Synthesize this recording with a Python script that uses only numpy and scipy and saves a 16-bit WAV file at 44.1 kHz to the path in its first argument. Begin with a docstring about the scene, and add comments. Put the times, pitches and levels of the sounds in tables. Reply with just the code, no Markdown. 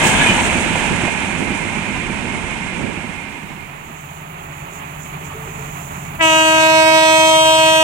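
"""Close to the track, the last coaches of a passenger train roll past over rail joints, with clatter, clacks
and short squeals, and fade down the line. The scene dissolves to a diesel locomotive coming round a curve:
the engine drones on multiples of the crank rate, filtered noise makes the rails sizzle, far knocks chirp.
Then one air horn, a sum of wavering partials, opens and holds a loud, brassy note; patchy high band noise is
added while it sounds. The left microphone is much duller than the right."""
import sys
import numpy as np
from scipy import signal
from scipy.fft import rfft, irfft, next_fast_len
from scipy.io import wavfile

SR = 44100
rng = np.random.default_rng(int(sys.argv[2]) if len(sys.argv) > 2 else 0)


def unload_wav(signal):
    """Save mono or channel-first audio to the path in sys.argv[1] as 16-bit WAV at rate SR, clipped to [-1, 1]."""
    wavfile.write(
        sys.argv[1],
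        SR,
        np.round(np.clip(np.atleast_2d(signal).T, -1, 1) * 32767).astype(np.int16),
    )


N = 345303
TIME = np.arange(N) / SR
BINS = np.maximum(np.fft.rfftfreq(next_fast_len(N, True), 1 / SR), 1)  # Hz

# the last bogie is abreast at ABREAST_S, then runs away along a track TRACK_M from the microphones
ABREAST_S, SPEED_M_PER_S, TRACK_M = 0.12, 21.2, 4.64
# air valve of the horn: (time [s], share of full pressure [0..1])
VALVE = [(6.184, 0), (6.195, .18), (6.206, .36), (6.21, .78), (6.217, .84), (6.226, 1)]


def from_db(db):
    """Decibels to gain."""
    return np.exp(np.asarray(db) * (np.log(10) / 20))


def rms_one(x):
    """Scale to unit rms."""
    return x / np.sqrt(np.mean(x ** 2) + 1e-20)


def in_time(rows):
    """Each column of a curve, sample by sample."""
    s, *columns = np.transpose(rows)
    return [np.interp(TIME, s, c) for c in columns]


def at_hz(points, hz):
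    """Read a spectrum on a log-frequency axis."""
    f, value = np.transpose(points)
    return np.interp(np.log(hz), np.log(f), value)


def ramp(start_s, end_s, before, after):
    """Hold, move evenly to a new value, hold."""
    return np.interp(TIME, [start_s, end_s], [before, after])


def bump(x, centre, half_width):
    """A smooth bell shape around one value, top 1."""
    return np.exp(-((x - centre) / half_width) ** 2)


def bell(s, half_s):
    """A smooth rise and fall around one moment, top 1."""
    return bump(TIME, s, half_s)


def swells(events):
    """Sum of bell-shaped swells, as a gain."""
    return sum(from_db(db) * bell(s, half_s) for s, half_s, db in events)


def panned(left_db):
    """Gains of the two ears for a level difference (left minus right), at constant power."""
    gains = from_db(np.array([[.5], [-.5]]) * left_db)
    return gains / np.sqrt(np.mean(gains ** 2, axis=0))


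def drift(rate_hz, size=N):
    """Slow chance with spread 1, computed at every 40th sample and joined by straight lines."""
    step = 40
    r = np.exp(-2 * np.pi * step * rate_hz / SR)
    chance = rng.standard_normal(size // step + 2002)
    slow = signal.lfilter([1], [1, -2 * r, r * r], chance)[2000:]  # drop the settling of the filter
    return np.interp(np.arange(size) / step, np.arange(len(slow)), rms_one(slow))


def white():
    """Spectra of two unrelated white noises."""
    return rng.standard_normal((2, len(BINS))) + 1j * rng.standard_normal((2, len(BINS)))


def noise(colour):
    """Coloured noise, unrelated in the two ears; rms 1."""
    return rms_one(irfft(white() * from_db(at_hz(colour, BINS)))[:, :N])


def noise_zones(left, right, likeness, left_db, left_lag_s, edges_hz):
    """Stereo noise with a colour for each ear, cut into zones whose centre signal has rms 1."""
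    mid, side = white()
    alike = np.clip(at_hz(likeness, BINS), -1, 1)
    both = np.sqrt(1 + alike) * mid + np.sqrt(1 - alike) * side * [[1], [-1]]
    both = both * from_db([at_hz(left, BINS) + left_db, at_hz(right, BINS)])
    both[0] *= np.exp(-2j * np.pi * BINS * left_lag_s)
    zone = np.searchsorted(edges_hz, BINS)
    parts = [irfft(both * (zone == k))[:, :N] for k in range(len(edges_hz) + 1)]
    return [p / np.sqrt(np.mean(p.mean(axis=0) ** 2)) for p in parts]


def ring(push, hz, t60):
    """Damped resonance: a unit click sets a sine of height 1 ringing, down 60 dB after t60 seconds."""
    r, w = from_db(-60 / (t60 * SR)), 2 * np.pi * hz / SR
    return signal.lfilter([0, np.sin(w)], [1, -2 * r * np.cos(w), r * r], push + 1e-18)


def rubbed(hz, width_hz):
    """Noise keeps a resonance of the given width ringing, apart in the two ears; rms 1."""
    return rms_one(ring(rng.standard_normal((2, N)), hz, np.log(1000) / (np.pi * width_hz)))


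def struck(events, modes, scatter_db, spread_s):
    """Each blow reaches every mode with its own strength and a delay of up to spread_s."""
    s, peak_db = np.transpose(events)
    out = np.zeros(N)
    for hz, level_db, t60 in modes:
        clicks = np.zeros(N)
        at = ((s + spread_s * rng.random(len(s))) * SR).astype(int)
        clicks[at] = from_db(peak_db + level_db + scatter_db * rng.standard_normal(len(s)))
        out += ring(clicks, hz, t60)
    return out


def delayed(x, delay_s):
    """Both ears read through a changing delay, which bends the pitch."""
    return np.array([np.interp(TIME - delay_s, TIME, ear) for ear in x])


def track_distances():
    """Distance of the last bogie, in multiples of the distance to the track."""
    return np.hypot(1, SPEED_M_PER_S * np.maximum(TIME - ABREAST_S, 0) / TRACK_M)


def rolling_coaches(distance):
    """Rough wheels shake the bodies and roar on the rails; each layer loses its own dB per doubled distance."""
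    # colour in each ear: (frequency [Hz], level [dB per Hz])
    left_colour = [(18, -37), (30, -4), (128, -2.5), (202, 5), (473, -12), (623, -6.5), (954, -5),
                   (1170, -17.5), (1700, -6.5), (1880, -32), (3020, -8.5), (5660, -37), (7450, -86),
                   (8030, -62), (12000, -55), (15600, -79), (22000, -120)]
    right_colour = [(18, -38), (30, -4), (128, -5), (188, -1), (572, -14), (935, -9.5), (1280, -13.5),
                    (1650, -10), (1880, -9.5), (2140, -9.5), (2500, -4.5), (3240, -17), (4890, -29.5),
                    (6340, -19), (8210, -17), (9590, -21), (10600, -36), (14500, -46)]
    # likeness of the two ears: (frequency [Hz], likeness [-1..1])
    likeness = [(60, 0.33), (180, 0.59), (550, 0.65), (1650, 0.43), (4970, 0.097), (15000, 0.01)]
    # bursts of clatter from the running gear: (time [s], half length [s], level [dB])
    clatter_bursts = [(0.06, 0.026, -23), (0.22, 0.01, -19.5), (0.305, 0.02, -30), (0.395, 0.017, -26),
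                      (0.81, 0.21, -31), (1.04, 0.053, -32), (2.86, 0.038, -41)]
    # (level abreast dB, loss per doubling of distance dB) of rumble, roar, rail ring and wheel hiss
    layers = (-20.5, 2.1), (-20.5, 3.11), (-20.5, 3.42), (-28, 4.88)
    doublings = np.log2(distance)
    rumble_db, roar_db, ring_db, hiss_db = [db - loss_db * doublings for db, loss_db in layers]
    rumble, roar, rails, hiss = noise_zones(left_colour, right_colour, likeness, left_db=1.0,
                                            left_lag_s=.00007, edges_hz=[400, 1600, 5500])
    judder = drift(34)  # loose gear shakes all layers together
    clatter = swells(clatter_bursts)
    ring_gain = from_db(ring_db + 0.42 * judder + 0.5 * drift(27))
    out = rumble * from_db(rumble_db + drift(3.5) + 0.87 * judder)
    out += roar * np.hypot(from_db(roar_db + 0.89 * judder), clatter)
    out += rails * np.hypot(ring_gain, from_db(0.5) * clatter)
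    out += hiss * from_db(hiss_db + 0.26 * judder + drift(30))
    return out


def ringing_wheels(distance):
    """Wheel modes kept ringing by noise; swaying bends them slightly in pitch, and they carry farther."""
    # (frequency [Hz], width [Hz], relative level [dB])
    wheel_modes = [(918, 69, -10.5), (2140, 42, -5.5), (2387, 99, -9), (2676, 68, -18)]
    abreast_db, loss_db, wander_s = -20, 1.9, 0.000501  # loss per doubling of distance
    out = np.zeros((2, N))
    for hz, width_hz, mode_db in wheel_modes:
        swaying = delayed(rubbed(hz, width_hz), wander_s * drift(3.02))
        level_db = abreast_db - loss_db * np.log2(distance) + mode_db + 1.5 * drift(3)
        out += swaying * panned(-2.5) * from_db(level_db)
    return out


def joint_knocks():
    """Wheels strike the rail joints and set the modes of the bogie ringing."""
    # wheels on rail joints: (time [s], relative peak level [dB])
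    joints = [(0.052, -4), (0.222, -11), (0.289, -4), (0.356, -17), (0.405, -7), (0.48, -8), (0.55, -4),
              (0.658, -6.5), (0.705, -5.5), (0.813, -6), (0.905, -5), (0.977, -16), (1.03, -3), (1.118, -9),
              (1.232, -7.5), (1.325, -5.5), (1.419, -10), (1.504, -7), (1.647, -7), (1.689, -16),
              (1.77, -9), (1.87, -14), (1.9, -11), (1.975, -13), (2.03, -15), (2.095, -7.5), (2.215, -14),
              (2.25, -13), (2.335, -10), (2.44, -14), (2.83, -12), (2.97, -10.5), (3.04, -13),
              (3.42, -12.5)]
    # what a bogie rings with: (frequency [Hz], relative level [dB], t60 [s])
    bogie_modes = [(103.3, -11, 0.28), (161.8, -7, 0.27), (198, -3.5, 0.28), (243.6, -0.5, 0.099),
                   (351, -3, 0.1), (610, -12, 0.1), (850, -26, .12), (1730, -30, 0.081), (2346, -9.5, 0.15)]
    knocks = from_db(-11.0) * struck(joints, bogie_modes, scatter_db=1.5, spread_s=0.00519)
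    return signal.sosfilt(signal.butter(2, 55, "high", fs=SR, output="sos"), knocks)


def gear_clacks():
    """Loose gear clacks against the frame, which answers with short damped modes."""
    # (time [s], relative peak level [dB])
    clacks = [(0.041, -17), (0.259, -13.5), (0.378, -15.5), (0.523, -15.5), (0.753, -15), (0.838, -20),
              (1.077, -15)]
    # what it rings with: (frequency [Hz], relative level [dB], t60 [s])
    clack_modes = [(525, -4, 0.059), (690, -2, 0.043), (850, -4, .06), (957, -4, 0.09), (1570, -12, 0.036),
                   (2130, -5, 0.065), (2465, 0.5, 0.059)]
    return from_db(-2.5) * struck(clacks, clack_modes, scatter_db=4.0, spread_s=0.00402)


def wheel_scrape():
    """A short bright scrape of the nearest wheel: a swell of coloured noise, almost all on the right."""
    # (frequency [Hz], level [dB per Hz])
    scrape_colour = [(2000, -11), (4000, 1), (8000, 13), (12000, -4), (15000, -7)]
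    return noise(scrape_colour) * panned(-22.0) * swells([(0.07, 0.04, -20.5)])  # s, half length s, dB


def low_surges():
    """Heavy low surges of the rumble: swells of dark noise, stronger on the right."""
    # (frequency [Hz], level [dB per Hz])
    surge_colour = [(50, -23), (110, -8), (200, -4), (360, -10), (600, -14), (1500, -68)]
    # (time [s], half length [s], level [dB])
    surges = [(0.93, .03, -23), (1.43, 0.052, -24), (1.64, 0.034, -28), (2.24, 0.048, -30),
              (2.85, 0.083, -23)]
    return noise(surge_colour) * panned(-12) * swells(surges)


def coaches():
    """Rolling, knocks, clacks, scrape and surges of the leaving coaches; squeals are added apart."""
    distance = track_distances()
    abreast_db, far_db = -1.5, -10.5  # left minus right
    pan = panned(far_db + (abreast_db - far_db) / distance)
    rolling = rolling_coaches(distance) + ringing_wheels(distance)
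    return (rolling + joint_knocks() + gear_clacks()) * pan + wheel_scrape() + low_surges()


def squeals():
    """A flange rubs the rail and makes one wheel mode sing for a moment, sinking in pitch as the wheel goes by."""
    # brief squeals of the nearest wheels: (time [s], half length [s], frequency at rest [Hz], relative level [dB])
    squeal_events = [(0.25, 0.03, 980, -23), (0.22, 0.04, 1740, -20), (0.3, 0.034, 1870, -26),
                     (0.21, 0.04, 2600, -22), (0.295, 0.04, 2545, -17.5), (0.22, 0.04, 3170, -25),
                     (0.305, 0.06, 3105, -22), (0.22, 0.08, 3600, -28)]
    travel_s = TRACK_M * (track_distances() - 1) / 343  # the growing sound path gives the Doppler shift
    out = np.zeros((2, N))
    for s, half_s, hz, db in squeal_events:
        out += delayed(rubbed(hz, width_hz=28.0), travel_s) * swells([(s, half_s, db)])
    return from_db(-1.0) * out * panned(-2.6)


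def exhaust_drone():
    """Exhaust pulses as sines on multiples of an unsteady crank rate; rms 1."""
    # (multiple of the crank rate [1], relative level [dB])
    engine_orders = [(4, -8), (5, 6.5), (6, 3.5), (8, 12), (9, 13), (10, 5.5)]
    crank_hz = 17.2
    turn = 2 * np.pi * np.cumsum(crank_hz * (1 + 0.00621 * drift(1.58))) / SR
    drone = np.zeros(N)
    for order, level_db in engine_orders:
        gain = from_db(level_db + 2 * drift(3.2))
        angle = round(order) * turn + rng.uniform(0, 2 * np.pi) + 0.092 * drift(7.3)
        drone += gain * np.sin(angle)
    return rms_one(drone)


def rail_knocks():
    """High bending waves outrun low ones in the rail, so each far knock arrives as a quick falling chirp."""
    # far wheels strike a joint: (time [s], relative peak level [dB])
    far_knocks = [(3.716, -40.5), (3.842, -37), (4.665, -36), (5.158, -37), (5.3, -28.5), (5.425, -30.5),
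                  (5.548, -36.5)]
    # what the rail rings with: (frequency [Hz], relative level [dB], t60 [s])
    far_modes = [(385, 1, .11), (441, -8, 1.0), (620, -4, .06), (880, -1, .07), (1150, -4.5, .11),
                 (1280, -14, .4)]
    # a partial two octaves below reference_hz arrives spread_s later
    reference_hz, spread_s = 1150, .07
    knocks = struck(far_knocks, far_modes, scatter_db=1.0, spread_s=0.002)
    cycles_late = spread_s * (2 * np.sqrt(reference_hz * BINS) - BINS)
    return irfft(rfft(knocks, next_fast_len(N, True)) * np.exp(-2j * np.pi * cycles_late))[:N]


def locomotive():
    """Exhaust drone, far rolling noise and sizzling rails; all grow, then dip under the horn."""
    # colour in each ear: (frequency [Hz], level [dB per Hz])
    left_colour = [(18, -48), (30, -7), (81, -3), (107, -19), (143, 3.5), (304, -15), (426, -14),
                   (472, -22.5), (612, -13.5), (1240, -9.5), (1560, -23.5), (3230, -28), (5030, -48.5),
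                   (11600, -39.5), (13500, -39), (15000, -81)]
    right_colour = [(18, -49), (30, -1.5), (53, -9), (81, -5), (107, -16), (143, -1), (247, -13),
                    (281, -11.5), (312, -19.5), (426, -15), (472, -25), (645, -14), (881, -10), (1600, -17),
                    (2430, -12), (4900, -40), (7060, -12), (8250, -26), (15000, -24)]
    # likeness of the two ears: (frequency [Hz], likeness [-1..1])
    likeness = [(60, 0.68), (150, 0.93), (380, 1), (950, 0.62), (2400, 0), (6000, 1)]
    # the rails sizzle up ahead of the train: (time [s], half length [s], level [dB])
    sizzle_flares = [(4.03, 0.16, -53), (4.57, 0.073, -58), (4.76, 0.042, -47), (5.04, 0.043, -47),
                     (5.26, .035, -51), (5.5, 0.13, -59), (5.86, 0.16, -48)]
    closing_s = (4.1, 5.57)  # the locomotive draws nearer over this span
    # (far dB, near dB, dip under the horn dB) of engine, far rolling, sizzle and top hiss
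    layers = (-37, -31, -3), (-38, -35.5, -1), (-52, -45, -1), (-49, -44.5, -7)
    (pressure,), flares = in_time(VALVE), swells(sizzle_flares)
    engine_db, rolling_db, sizzle_db, hiss_db = [
        ramp(*closing_s, far_db, near_db) + dip_db * pressure for far_db, near_db, dip_db in layers]
    exhaust, rolling, sizzle, hiss = noise_zones(left_colour, right_colour, likeness, left_db=-4.0,
                                                 left_lag_s=0.00043, edges_hz=[260, 5000, 9000])
    out = from_db(engine_db) * (from_db(-3.0) * exhaust_drone() + from_db(-5.5) * exhaust)
    out += rolling * from_db(rolling_db + drift(19))
    lull_db = -2.5 * bell(6.15, 0.083)  # the sizzle dips just ahead of the horn
    out += sizzle * (from_db(sizzle_db) + flares) * from_db(lull_db + 1.2 * drift(7.8))
    # only part of each flare reaches the top hiss
    out += hiss * (from_db(hiss_db) + 0.18 * flares) * from_db(0.9 * drift(14))
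    return out + rail_knocks()


def pulse_phases(level_db):
    """Phases of the partials of one causal pressure pulse per cycle (minimum phase)."""
    nepers = np.log(from_db(np.r_[level_db.min(), level_db]))
    return -signal.hilbert(np.r_[nepers, nepers[-2:0:-1]]).imag[1:len(nepers)]


def horn(count=49, flutter_db=0.7, shimmer_db=2.0, wander_rad=0.42):
    """A diaphragm chops the air into sharp pulses; moving air and scattered echoes make the partials waver and fade."""
    # the horn starts sharp and settles: (time [s], pitch [Hz])
    horn_pitch = [(6.18, 328), (6.205, 330), (6.222, 323), (6.26, 320.2), (6.31, 318.6), (6.38, 318.05),
                  (7.83, 318.1)]
    # relative levels: (number [1], far left [dB], far right [dB], near left [dB], near right [dB])
    horn_partials = [(1.0, -24, -24.5, -25.5, -31.5), (2.0, -17.5, -18.5, -14, -13.5),
                     (3.0, -15.5, -23, -15, -19), (4.0, -21, -27.5, -27.5, -26),
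                     (5.0, -21, -32, -29, -25.5), (6.0, -23.5, -24, -31, -21.5),
                     (7.0, -27.5, -24, -32, -22), (8.0, -34, -16, -33, -15), (9.0, -17.5, -21, -23, -22.5),
                     (10.0, -24.5, -26, -18, -23.5), (11.0, -29, -27.5, -21, -30),
                     (12.0, -37, -31.5, -30.5, -33), (13.0, -39, -35.5, -36.5, -32.5),
                     (14.0, -50, -37, -45, -37.5), (16.0, -58, -46, -36, -39.5),
                     (19.0, -66, -32.5, -40, -32), (22.0, -67.5, -31.5, -44.5, -38),
                     (25.0, -77.0, -31, -63, -30), (27.0, -69, -49, -45, -29.5),
                     (29.0, -80.0, -43, -45, -45.5), (35.0, -73, -45.5, -68, -45.5),
                     (41.0, -89, -48, -61, -44.5), (48.0, -96, -51, -94, -54)]
    # phase by which the right port leads the left: (frequency [Hz], phase [rad])
    port_lag = [(318, 0.5), (636, 1.17), (954, 0.9), (1900, 2.5), (2550, 1.6), (2860, -1.5), (3500, 3),
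                (3900, 4.5)]
    # change of colour as the mouth swings past the listener: (frequency [Hz], left [dB], right [dB])
    beam_colour = [(318, 3, 3), (636, 0, 2), (954, 0.5, 2), (1272, -1, -1.5), (1600, 5.5, 5),
                   (1910, 0, 2.5), (2250, -3.5, 1.5), (2680, -11, -2.5), (3850, -1, 5), (5300, 2, 8),
                   (6860, 10, -2)]
    # the ground echo cancels one band, which sinks as the horn nears: (time [s], left [Hz], right [Hz])
    ground_notch = [(6.2, 4200, 3650), (6.55, 3530, 3400), (6.66, 3330, 3220), (7.0, 2960, 3040),
                    (7.25, 2840, 2830), (7.45, 2620, 2280), (7.83, 2420, 2250)]
    notch_db, notch_width_hz = (11, 7), 220  # depth left and right
    blat_db, blat_hz, blat_width_hz = 14, 1870, 530
    sag_db, sag_hz, sag_width_hz = -18, 1900, 120
    # echoes off masts and trees: their level, and the least they stay below the partial
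    scatter_db, scatter_below_db = -39, 11

    (pitch_hz,), (pressure,) = in_time(horn_pitch), in_time(VALVE)
    on = TIME > VALVE[0][0]
    # rounding the curve, the horn turns from its far towards its near colour
    near_left = ramp(6.6, 6.78, 0, 0.68)[on]
    near_left_treble = ramp(6.85, 7.4, 0, 1)[on]
    near_right = ramp(6.49, 6.8, 0, 0.84)[on]
    blat = bell(6.203, 0.015)[on]  # the diaphragm blats in the middle range as it breaks loose
    sag = bell(7.48, 0.14)[on]  # the middle of the blare thins out for a moment at close range
    facing = bell(6.904, 0.32)[on]  # on the curve the mouth swings past the listener
    notch_hz = [hz[on] for hz in in_time(ground_notch)]
    pressure = pressure[on]
    cycles = np.cumsum(pitch_hz * (1 + 0.00096 * drift(29)))[on] / SR

    numbers, (listed, *columns) = np.arange(1, count + 1), np.transpose(horn_partials)
    partial_hz = numbers * pitch_hz[-1]
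    levels = np.array([np.interp(numbers, np.round(listed), c) for c in columns])
    # the bright edge of each pulse arrives just ahead of its round body
    edge_lead = 2 * np.pi * .15 * np.maximum(numbers - 11, 0)
    left_phases = pulse_phases(np.maximum(levels[0], levels[2])) + edge_lead
    phases = [left_phases, left_phases + at_hz(port_lag, partial_hz)]
    flutter = flutter_db * drift(100)[on]
    tone = np.zeros((2, N))
    for ear, (near_low, near_high) in enumerate([(near_left, near_left_treble), (near_right, near_right)]):
        beam_db = at_hz(np.array(beam_colour)[:, [0, ear + 1]], partial_hz)
        partials = zip(numbers, partial_hz, levels[ear], levels[ear + 2], phases[ear])
        for k, hz, far_db, near_db, phase in partials:
            near = near_low if k <= 13 else near_high
            level_db = far_db + near * (near_db - far_db) + facing * beam_db[k - 1]
            scatter = from_db(np.minimum(scatter_db, level_db - scatter_below_db))
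            level_db += blat_db * blat * bump(hz, blat_hz, blat_width_hz)
            level_db -= notch_db[ear] * bump(hz, notch_hz[ear], notch_width_hz)
            level_db += sag_db * sag * bump(hz, sag_hz, sag_width_hz)
            height = min(k / 10, 1)  # short waves waver most
            slow, fast = [drift(rate, size=2 * len(near)).reshape(2, -1) for rate in (2, 13)]
            level_db += flutter + height * shimmer_db * slow[0]
            angle = 2 * np.pi * k * cycles + phase + height * wander_rad * slow[1]
            # the echoes beat against the partial, in step and a quarter cycle off
            wave = (np.sqrt(2) * from_db(level_db) + scatter * fast[0]) * np.cos(angle)
            wave += scatter * fast[1] * np.sin(angle)
            # upper partials need more pressure, so the attack opens from dull to bright
            tone[ear, on] += wave * pressure ** (1 + (k / 11) ** 2)
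    return from_db(0.24) * tone


def patchy_treble():
    """Band noise between about 4 and 9 kHz, each band with its own random level, with short louder patches."""
    # (frequency [Hz], level [dB per Hz])
    patch_colour = [(2000, -45), (3300, -22), (4500, -4), (5400, -8), (6300, 0), (8600, 0), (9200, -26),
                    (15000, -40)]
    # short louder patches: (time [s], half length [s], level [dB])
    noise_patches = [(6.485, 0.022, -40), (6.62, 0.022, -26.5), (7.19, 0.022, -28), (7.28, 0.039, -27),
                     (7.585, 0.022, -34), (7.66, 0.022, -33)]
    steady_db, patchy_db = -46, 6.5
    (pressure,), patches = in_time(VALVE), swells(noise_patches)
    spectrum = white()[0] * from_db(at_hz(patch_colour, BINS))
    zone = np.searchsorted([4700, 5700, 6600, 7600], BINS)
    bands = [irfft(spectrum * (zone == k))[:N] for k in range(zone.max() + 1)]
    treble = np.zeros(N)
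    for band in bands:
        band_gain = from_db(steady_db + patchy_db * np.minimum(drift(11), 2))
        treble += band * (band_gain + patches * from_db(2 * drift(11)))
    # heard only while the horn sounds, mostly on the right
    return treble / np.std(sum(bands)) * panned(-15.0) * pressure ** 2


def scene():
    """The leaving coaches dissolve into the approaching locomotive, which then sounds its horn."""
    change = ramp(2.74, 4.08, 0, 0.95)  # a trace of the coaches stays
    leaving = (1 - change) ** 1.12 * coaches() + squeals()
    approaching = change ** 0.88 * locomotive()
    return leaving + approaching + horn() + patchy_treble()


def record(dry):
    """The highest peaks are rounded and the top is cut."""
    limited = dry / (1 + dry ** 8) ** (1 / 8)
    cutoff_hz = 15800
    return signal.sosfilt(signal.ellip(10, .1, 90, cutoff_hz, fs=SR, output="sos"), limited)


dry = scene()
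out = record(dry)
unload_wav(out)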